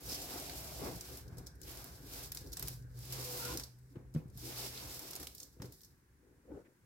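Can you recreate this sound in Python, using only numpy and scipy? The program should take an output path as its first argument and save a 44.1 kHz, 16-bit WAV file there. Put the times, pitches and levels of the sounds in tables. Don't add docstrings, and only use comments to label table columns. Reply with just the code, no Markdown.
import sys
import numpy as np
from scipy import signal
from scipy.fft import rfft, irfft, next_fast_len
from scipy.io import wavfile
from scipy.ndimage import uniform_filter1d

SR = 44100
rng = np.random.default_rng(int(sys.argv[2]) if len(sys.argv) > 2 else 0)


def boost_factor(decibels):
    exponent = np.asarray(decibels, float) / 20
    return 10 ** exponent


def waveform_to_disk(signal):
    frames = np.transpose(np.atleast_2d(signal))
    scaled = np.clip(frames, -1, 1) * 32767
    samples = np.round(scaled).astype(np.int16)
    wavfile.write(sys.argv[1], SR, samples)


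N = 302082
T = np.arange(N) / SR


def stereo_noise():
    return rng.standard_normal((2, N))


def level(x, db):
    return x * boost_factor(db) / np.sqrt(np.mean(x ** 2))


def decay(t, t60_s):
    return boost_factor(-60 * t / t60_s)


def pan(left_minus_right_db):
    return boost_factor(np.array([[left_minus_right_db], [-left_minus_right_db]]) / 2)


def log_axis(size):
    return np.log(np.arange(size // 2 + 1) * SR / size + 1)


def colour(x, table):
    size = next_fast_len(N)
    hz, db = np.transpose(table)
    gain = boost_factor(np.interp(log_axis(size), np.log(hz), db))
    return irfft(rfft(x, size) * gain, size)[..., :N]


def ring(x, hz, width_hz):
    return signal.lfilter(*signal.iirpeak(hz, hz / width_hz, fs=SR), x)


def ring_twice(x, hz, width_hz):
    return ring(ring(x, hz, width_hz), hz, width_hz)


def body(x, modes):
    total = 0
    for k, (hz, width_hz, db) in enumerate(modes):
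        total = total + (-1) ** k * boost_factor(db) * ring_twice(x, hz, width_hz)
    return level(total, 0)


def walk(rate_hz):
    hold = int(SR / rate_hz)
    steps = np.repeat(rng.standard_normal(N // hold + 1), hold)
    return 1.01 * uniform_filter1d(steps, hold)[:N]


def curve(table):
    s, db = np.transpose(table)
    return np.interp(T, s, db)


def grit(rate_hz, spread_db, t60_s):
    sizes = boost_factor(spread_db * np.clip(rng.exponential(size=N), 0, 5.5))
    hits = (rng.random(N) < rate_hz / SR) * sizes
    pole = np.exp(-2 * np.log(1000) / (t60_s * SR))
    power = signal.lfilter([1], [1, -pole], hits ** 2)
    return level(np.sqrt(power + 1e-9), 0)


def swell(start, end, first_db, last_db, up_db_s, down_db_s):
    inside = np.interp(T, [start, max(end, start + .001)], [first_db, last_db])
    climb = up_db_s * np.clip(start - T, 0, None)
    fall = down_db_s * np.clip(T - end, 0, None)
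    return boost_factor(inside - climb - fall)


# frequency in Hz, level in dB.
SIDE_OVER_MID = [(60, -13.5), (110, -16), (200, -10), (380, -8), (700, -4), (1290, 0.5), (2380, -1),
                 (4400, 0.5), (8120, 0), (15000, 0)]
# frequency in Hz, share 0-1, phase in rad.
TIED_SIDE = [(122, 0.64, -1.5), (260, 0.42, -1.5), (463, 1, 1.3), (660, 0.2, 0.5), (1030, 0.7, 1.9),
             (1660, 0, -0.5), (2920, 0, 6.5), (4870, 0, -4.5), (10300, 0.3, 7.5)]


def sides(pair, pan_db=0):
    size = next_fast_len(N)
    hz, share, phase = np.transpose(TIED_SIDE)
    share = np.clip(np.interp(log_axis(size), np.log(hz), share), 0, 1)
    phase = np.interp(log_axis(size), np.log(hz), phase)
    mid, loose = rfft(pair, size)
    mixed = share * np.exp(1j * phase) * mid + np.sqrt(1 - share ** 2) * loose
    side = colour(irfft(mixed, size)[:N], SIDE_OVER_MID)
    return np.array([pair[0] + side, pair[0] - side]) * pan(pan_db)


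# full speed from and until in seconds, first and last hiss in dB, weight in dB.
PUSHES = [(0.124, 0.24, -45, -50, -9), (0.309, 0.794, -49.5, -54.5, -5.5), (0.912, 1.184, -56.5, -56.5, -4),
          (1.318, 1.492, -76, -76, 9), (1.863, 2.05, -58.5, -68, -3), (2.13, 2.24, -53, -52, -6.5),
          (2.647, 2.699, -54, -53, -10.5), (3.129, 3.476, -50, -47, -7.5), (3.515, 3.596, -48.5, -54, -4),
          (3.92, 3.94, -74.5, -81, -15), (4.593, 4.666, -48.5, -48, -5), (4.75, 5.241, -52, -55.5, -3.5),
          (5.432, 5.434, -56.5, -62.5, -12), (5.533, 5.58, -77, -79, -18), (5.86, 5.97, -71, -84, -22)]
# as for the pushes, in s, s, dB, dB, dB.
JERKS = [(0.803, 0.871, -54, -51.5, 4), (1.386, 1.41, -67, -71, 4), (1.631, 1.683, -63.5, -54, -7.5),
         (1.697, 1.807, -56, -57, -1.5), (2.333, 2.368, -63, -54, -10), (2.433, 2.5, -75, -73, 5),
         (2.573, 2.63, -60.5, -60, -3.5), (2.975, 3.053, -64, -58, -8), (3.97, 3.976, -90, -87, 19),
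         (4.176, 4.19, -72, -73.5, 8.5), (4.382, 4.433, -59, -55.5, -9.5),
         (4.449, 4.522, -53.5, -50.5, -6.5), (5.64, 5.657, -66, -64.5, -4), (5.737, 5.84, -64, -76, -27)]


def pushes():
    slow_down_db_s = 159
    gains = [swell(*row[:4], 128, slow_down_db_s) for row in PUSHES]
    gains += [swell(*row[:4], 415, slow_down_db_s) for row in JERKS]
    powers = np.array(gains) ** 2
    weights = boost_factor(2 * np.transpose(PUSHES + JERKS)[4])
    return 10 * np.log10(np.array([powers.sum(axis=0), weights @ powers]) + 1e-14)


# start in seconds, length in seconds, tray dB, counter dB.
SHUDDERS = [(0.08, 0.4, -55, -60), (0.813, 0.059, -43, -47.5), (1.112, 0.0088, -54, -50),
            (1.254, 0.067, -72, -48.5), (1.38, 0.02, -56.5, -44.5), (1.657, 0.014, -57, -55),
            (2.04, 0.018, -57, -69), (2.463, 0.0088, -52.5, -50), (2.627, 0.01, -57, -49),
            (3.184, 0.042, -55, -53), (3.522, 0.046, -57, -47.5), (3.995, 0.0092, -59.5, -68),
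            (4.206, 0.018, -57.5, -59), (4.47, 0.02, -52.5, -64), (4.853, 0.02, -60, -55),
            (5.203, 0.014, -55.5, -56), (5.417, 0.021, -68, -74), (5.632, 0.01, -50.5, -51),
            (5.925, 0.0087, -89, -65), (6.118, 0.0085, -92, -65), (6.24, 0.14, -69, -69.5),
            (6.531, 0.024, -48.5, -53.5), (6.838, 0.02, -89, -67)]
# time in seconds, level in dB.
LEAN = [(0.0, -51.5), (0.34, -65), (0.57, -55), (0.7, -55), (1.32, -64), (1.41, -58.5), (2.08, -58),
        (2.61, -56), (3.09, -55.5), (3.78, -67.5), (4.35, -55), (4.54, -61.5), (5.84, -69.5), (6.05, -78.5),
        (6.85, -83)]
# frequency in Hz, width in Hz, level in dB.
COUNTER_MODES = [(46.5, 17, -3), (61.8, 26, 2.5), (77.2, 21.4, -0.5), (100.2, 35, -6.5), (121.2, 32, -2),
                 (156, 44, -6.5)]
# frequency in Hz, width in Hz, level in dB.
TRAY_MODES = [(201.4, 73, -6), (287.5, 84, 3.5), (348, 49, 0), (387, 84, 2), (501.4, 76, -2),
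              (670, 420, -14)]
# start in seconds, end in seconds, frequency in Hz, width in Hz, level in dB.
RINGING = [(0.0, 0.115, 298, 140, -62), (0.09, 0.167, 5260, 1800, -50), (2.57, 2.698, 900, 540, -68),
           (3.053, 3.14, 1100, 990, -74), (6.53, 6.623, 6000, 6000, -83), (4.17, 4.22, 12000, 5000, -84),
           (0.075, 0.998, 680, 250, -58.5), (0.79, 0.927, 756, 300, -61.5), (0.84, 0.978, 145, 69, -49.5),
           (0.81, 3.06, 1574, 320, -75), (3.08, 3.196, 370, 50, -61.5), (3.125, 3.214, 508, 24, -60),
           (3.137, 3.318, 1050, 330, -66), (3.25, 3.413, 498, 13, -54.5), (3.343, 3.39, 350, 76, -53),
           (3.38, 3.462, 925, 70, -58.5), (3.392, 3.485, 1410, 140, -55), (3.424, 3.516, 488.4, 6.3, -54),
           (3.466, 3.544, 1006, 130, -54), (3.477, 3.566, 331, 20, -51), (3.486, 3.557, 1440, 130, -58),
           (3.53, 3.6, 491, 30, -61), (3.66, 3.97, 8100, 850, -89), (3.903, 4.035, 282, 43, -64.5),
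           (4.14, 4.216, 2570, 500, -77), (4.421, 4.514, 293, 87, -53), (4.56, 4.702, 4330, 2200, -58.5),
           (4.75, 4.812, 4400, 1800, -58), (6.48, 6.515, 504, 110, -57.5), (6.5, 6.633, 1420, 240, -76.5),
           (6.547, 6.61, 450, 170, -55), (6.648, 6.676, 1870, 940, -74.5), (6.62, 6.732, 485, 150, -75)]


def drum():
    shakes = np.array([swell(s, s + length, 0, 0, 250, 173) for s, length, *_ in SHUDDERS]) ** 2
    tray_shake, counter_shake = boost_factor(2 * np.transpose(SHUDDERS)[2:]) @ shakes
    counter_db = 10 * np.log10(counter_shake + boost_factor(2 * curve(LEAN) + 7.5))
    from_scrape = boost_factor(2 * (pushes()[1] - 0.5))
    from_counter = boost_factor(2 * (counter_db - 13))
    tray_db = 10 * np.log10(tray_shake + from_scrape + from_counter)
    counter = body(stereo_noise() * boost_factor(0.18 * walk(17)), COUNTER_MODES) * boost_factor(counter_db - 1.0)
    tray = body(stereo_noise() * grit(500, 1.87, 0.033), TRAY_MODES) * boost_factor(tray_db - 2.0)
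    return sides(counter + tray + singing())


def singing():
    lead = 8192
    out, friction = np.zeros((2, N)), rng.standard_normal((2, N + lead))
    for start, end, hz, width_hz, db in RINGING:
        i = int(start * SR)
        span = slice(i, int(end * SR))
        progress = np.clip((T[span] - start) / (end - start), 0, 1)
        envelope = np.sin(np.pi * progress) ** 0.21
        note = ring_twice(friction[:, i:i + len(envelope) + lead], hz, width_hz)[:, lead:]
        out[:, span] += envelope * level(note, db)
    return out


# time in seconds, peak in dB, centre in Hz, left minus right in dB.
CLICKS = [(0.008, -46, 12000, 0), (0.119, -33.5, 5200, -5), (0.1455, -38, 13500, 0), (0.337, -36, 12500, 3),
          (0.399, -33, 9000, 0), (1.0095, -36, 7000, -2), (1.1733, -42, 9000, 2), (1.189, -50, 8500, 0),
          (1.6155, -40, 12000, 6), (1.7722, -39, 13000, 5), (1.8426, -36, 14000, -6),
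          (2.1367, -36, 12500, -1), (2.3207, -39, 9000, -1), (2.3726, -31.5, 4700, 6),
          (2.595, -31.5, 12800, -1), (2.6258, -34.5, 5500, 5), (2.6825, -27.5, 13600, -4),
          (2.99, -42.5, 12800, 5), (3.325, -40, 4200, 0), (3.369, -38, 5000, -2), (3.574, -29, 11100, -1),
          (4.368, -57, 5800, -3), (4.4697, -41, 6400, 0), (4.776, -35, 4300, -2), (4.897, -41, 7000, 0),
          (5.162, -35, 8000, 0), (5.231, -41, 14000, 2), (5.2705, -34, 3620, -6), (5.381, -47, 8000, 0),
          (5.4306, -44, 6900, 0), (5.7225, -47, 13500, 0), (5.807, -51.5, 6000, -5), (5.834, -62, 4500, -5)]


def clicks():
    size = 1024
    out, t = np.zeros((2, N + size)), np.arange(size) / SR
    envelope = decay(t, 0.0083) * np.clip(t / 0.0004, 0, 1)
    for s, db, hz, pan_db in CLICKS:
        i = int(s * SR)
        noise = rng.standard_normal((2, size))
        burst = (noise + 0.91 * noise[0]) * envelope
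        sound = ring(burst, hz, hz / 3.1) + 0.34 * ring(burst, 8700, 11000)
        peak = np.abs(sound).max(axis=1, keepdims=True)
        out[:, i:i + size] += boost_factor(db) * pan(pan_db) * sound / peak
    return out[:, :N]


# time in seconds, peak in dB, centre in Hz, share below 2.5 kHz in dB.
SNAPS = [(0.144, -32, 12300, -17), (0.4952, -34.5, 4600, -7.5), (1.008, -32.5, 6940, -31),
         (2.318, -29.5, 13600, -16.5), (2.347, -33, 13400, -23), (2.371, -33, 4470, -22),
         (2.528, -36, 5530, -25), (2.5317, -36.5, 12600, -21), (2.569, -29.5, 8410, -16.5),
         (2.595, -32.5, 12800, -15), (2.6246, -29, 13500, -15), (2.673, -32.5, 7500, -17),
         (2.682, -33.5, 13500, -15), (3.123, -29.5, 12900, -31), (3.5718, -27.5, 5330, -26),
         (3.596, -32, 5010, -10), (3.635, -32, 4700, -26), (3.9574, -68, 3830, -7), (4.139, -48, 8100, -30),
         (4.1475, -54, 3000, 0), (4.9915, -33.5, 11800, -32), (5.108, -34, 12900, -33),
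         (5.1317, -35, 5170, -14), (5.1523, -33, 13100, -22), (5.16, -36.5, 7910, -25),
         (5.1977, -38, 12400, -18), (5.228, -37, 12900, -13), (5.2695, -33, 3530, -16),
         (5.4004, -35, 6200, -25), (5.4302, -37, 6940, -28), (5.619, -38.5, 5140, -8.5)]
# time in seconds, peak in dB, centre in Hz, left minus right in dB.
TICKS = [(1.17, -42.5, 10700, 5), (1.278, -49.5, 5250, 0), (1.3698, -48, 5900, -1), (1.381, -42, 10300, 5),
         (1.4624, -46, 5770, 2), (1.4673, -38, 5800, -3), (1.5529, -56, 10500, .6), (1.615, -45, 6400, 7),
         (1.631, -43, 5110, -1), (1.7715, -45, 5100, -1.5), (1.8415, -43, 15000, -3.5),
         (2.462, -47.5, 4990, -.6), (2.471, -46.5, 4960, 2), (2.519, -39.5, 4260, -1),
         (2.822, -55.5, 5470, -3), (3.786, -59, 11600, 7), (4.2797, -61, 8840, -1), (4.2986, -57, 7540, .6),
         (4.373, -41, 13000, 2), (4.452, -39, 12800, 1), (4.8713, -52, 11600, -3),
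         (5.348, -40.5, 11800, -.6), (5.3796, -45, 5230, -8), (5.655, -48, 5290, 0),
         (5.7219, -44.5, 12700, -1), (5.8072, -54, 4890, -3), (5.814, -49.5, 12700, 1),
         (5.8324, -47.5, 5740, 2), (5.846, -48, 5840, -5), (6.526, -70, 3000, 0)]


def creases():
    big = [(s, db, hz, 0.044, low_db, -1.7) for s, db, hz, low_db in SNAPS]
    small = [(s, db, hz, 0.054, -34.5, pan_db) for s, db, hz, pan_db in TICKS]
    return sorted(big + small)


def dips_before_snaps():
    times = np.append(np.transpose(creases())[0], 99)
    until_snap_s = times[np.searchsorted(times, T)] - T
    return boost_factor(-3.2 * np.exp(-until_snap_s / 0.0071))


# frequency in Hz, density in dB per Hz.
HISS = [(2300, -35), (3650, -5.5), (5260, 1), (6470, -3.5), (8050, -3), (9030, -6.5), (12700, -0.5),
        (15000, -5), (16400, -6.5)]
# frequency in Hz, density in dB per Hz.
SCRAPE = [(360, -9), (620, -5.5), (669, -3.5), (937, -8), (1600, -12), (1950, -20.5), (2100, -12.5),
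          (2730, -23.5), (4620, -120)]


def slide():
    hiss_db, scrape_db = pushes()
    hiss = level(colour(stereo_noise() * grit(2000, 2.53, 0.09), HISS), 0)
    upper = signal.sosfilt(signal.butter(2, 8500, "high", fs=SR, output="sos"), hiss)
    hiss = hiss * boost_factor(1.2 * walk(25)) + upper * (boost_factor(1.3 * walk(9)) - 1)
    scrape = level(colour(stereo_noise() * grit(1600, 1.3, 0.086), SCRAPE), 0)
    scrape = scrape * boost_factor(2.4 * walk(18))
    rasp = level(ring_twice(stereo_noise(), 2830, 3700), -3.0) * boost_factor(0.89 * walk(18))
    rasp_db = 1.21 * (np.minimum(scrape_db, hiss_db - 6) + 59.5) - 58.5
    rubbing = hiss * boost_factor(hiss_db + 0.35) + scrape * boost_factor(scrape_db - 2.5) + rasp * boost_factor(rasp_db)
    return sides(dips_before_snaps() * rubbing, pan_db=-1.5)


def snaps():
    size = 8192
    out, t = np.zeros((2, N + size)), np.arange(size) / SR
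    foil = level(colour(stereo_noise(), HISS), 0)
    dull = level(ring(stereo_noise(), 1800, 4300), 0)
    crack = 0.62 * decay(t, 0.013)
    for s, db, hz, t60_s, low_db, pan_db in creases():
        i = int(s * SR)
        burst = (crack + decay(t, t60_s)) * np.clip(t / 0.0021, 0, 1)
        patch = foil[:, i:i + size]
        bright = 0.99 * patch + 1.12 * ring(patch, hz, hz / 2.8)
        sound = bright + boost_factor(low_db + 7.0) * dull[:, i:i + size]
        out[:, i:i + size] += boost_factor(db - 10) * pan(pan_db) * burst * sound
    return out[:, :N]


# time in seconds, peak in dB, pitch in Hz, t60 in seconds,
# knock above 600 Hz in dB.
BUMPS = [(1.325, -39, 106, 0.13, -22.5), (2.415, -40, 88, 0.085, -25), (2.624, -43.5, 420, 0.04, -9.5),
         (3.956, -37.5, 340, 0.066, -23), (3.968, -30.5, 132, 0.044, -39), (4.148, -26.5, 181, 0.083, -34),
         (4.16, -19.5, 156, 0.096, -34.5), (4.256, -33.5, 133, 0.044, -42), (4.354, -40.5, 125, 0.16, -37),
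         (5.6, -33, 113, 0.044, -26), (5.62, -40.5, 208, 0.093, -15), (5.644, -44.5, 125, 0.2, -13),
         (5.684, -43, 129, 0.059, -31), (5.719, -55, 149, 0.1, -27), (6.112, -56, 69, 0.07, -38),
         (6.516, -36.5, 285, 0.079, -33)]


def bumps():
    size = 16384
    out, t = np.zeros((2, N + size)), np.arange(size) / SR
    for s, db, hz, t60_s, knock_db in BUMPS:
        i = int(s * SR)
        turn = 2 * np.pi * hz * t
        tone = np.sin(turn) + 0.3 * np.sin(1.42 * turn) + 0.064 * np.sin(3.15 * turn)
        tone = tone * decay(t, t60_s) * np.clip(t / 0.0028, 0, 1)
        knock = ring(ring(rng.standard_normal((2, size)), 660, 1200), 860, 1800)
        knock = level(knock, knock_db - 0.5) * decay(t, 0.079)
        out[:, i:i + size] += boost_factor(db - 1.7) * (tone * [[1], [.04]] + knock)
    return sides(out[:, :N])


# time in seconds, level in dB.
HUM = [
    (2.5, -72),
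    (2.7, -52.5),
    (3.27, -49),
    (3.37, -56),
    (3.49, -50),
    (3.58, -58.5),
    (4.42, -61),
    (4.55, -53.5),
    (5.05, -67.5),
]


def hum():
    start, end = HUM[0][0], HUM[-1][0]
    edges = np.clip(np.minimum(T - start, end - T) / 0.065, 0, 1)
    pitch_hz = 125.3 + 3.7 * walk(13)
    note = np.sin(2 * np.pi * np.cumsum(pitch_hz) / SR) * boost_factor(1.2 * walk(21.01))
    return sides(note * edges * boost_factor(curve(HUM) + 3.0) * [[1], [.04]])


def room(x):
    t = np.arange(int(.6 * SR)) / SR
    tail = rng.standard_normal((2, len(t))) * decay(t, 0.34) * np.clip(t / 0.0044, 0, 1)
    tail = signal.sosfilt(signal.butter(1, [450, 8300], "band", fs=SR, output="sos"), tail)
    tail = tail * boost_factor(-12) / np.sqrt(np.sum(tail ** 2, axis=1, keepdims=True))
    return signal.fftconvolve(x, tail, axes=1)[:, :N]


# frequency in Hz, density in dB per Hz.
QUIET = [(18, -33), (30, -1), (161, -4), (345, -6.5), (666, -25), (937, -17), (1250, -21), (1630, -16),
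         (3140, -30.5), (3490, -31), (5900, -28), (12300, -29.5), (16000, -31)]


def quiet():
    return sides(level(colour(stereo_noise(), QUIET), -72.5)) * boost_factor(0.14 * walk(1.6))


def scene():
    sharp = clicks() + snaps() + bumps()
    return drum() + slide() + hum() + sharp + room(sharp) + quiet()


def roll_off(x):
    return signal.sosfilt(signal.butter(12, 16970, fs=SR, output="sos"), x)


def record(dry):
    bass = signal.butter(2, 36, "high", fs=SR, output="sos")
    top = signal.ellip(6, .3, 32, 15900, fs=SR, output="sos")
    return roll_off(signal.sosfilt(np.vstack([bass, top]), dry))


dry = scene()
out = record(dry)
waveform_to_disk(out)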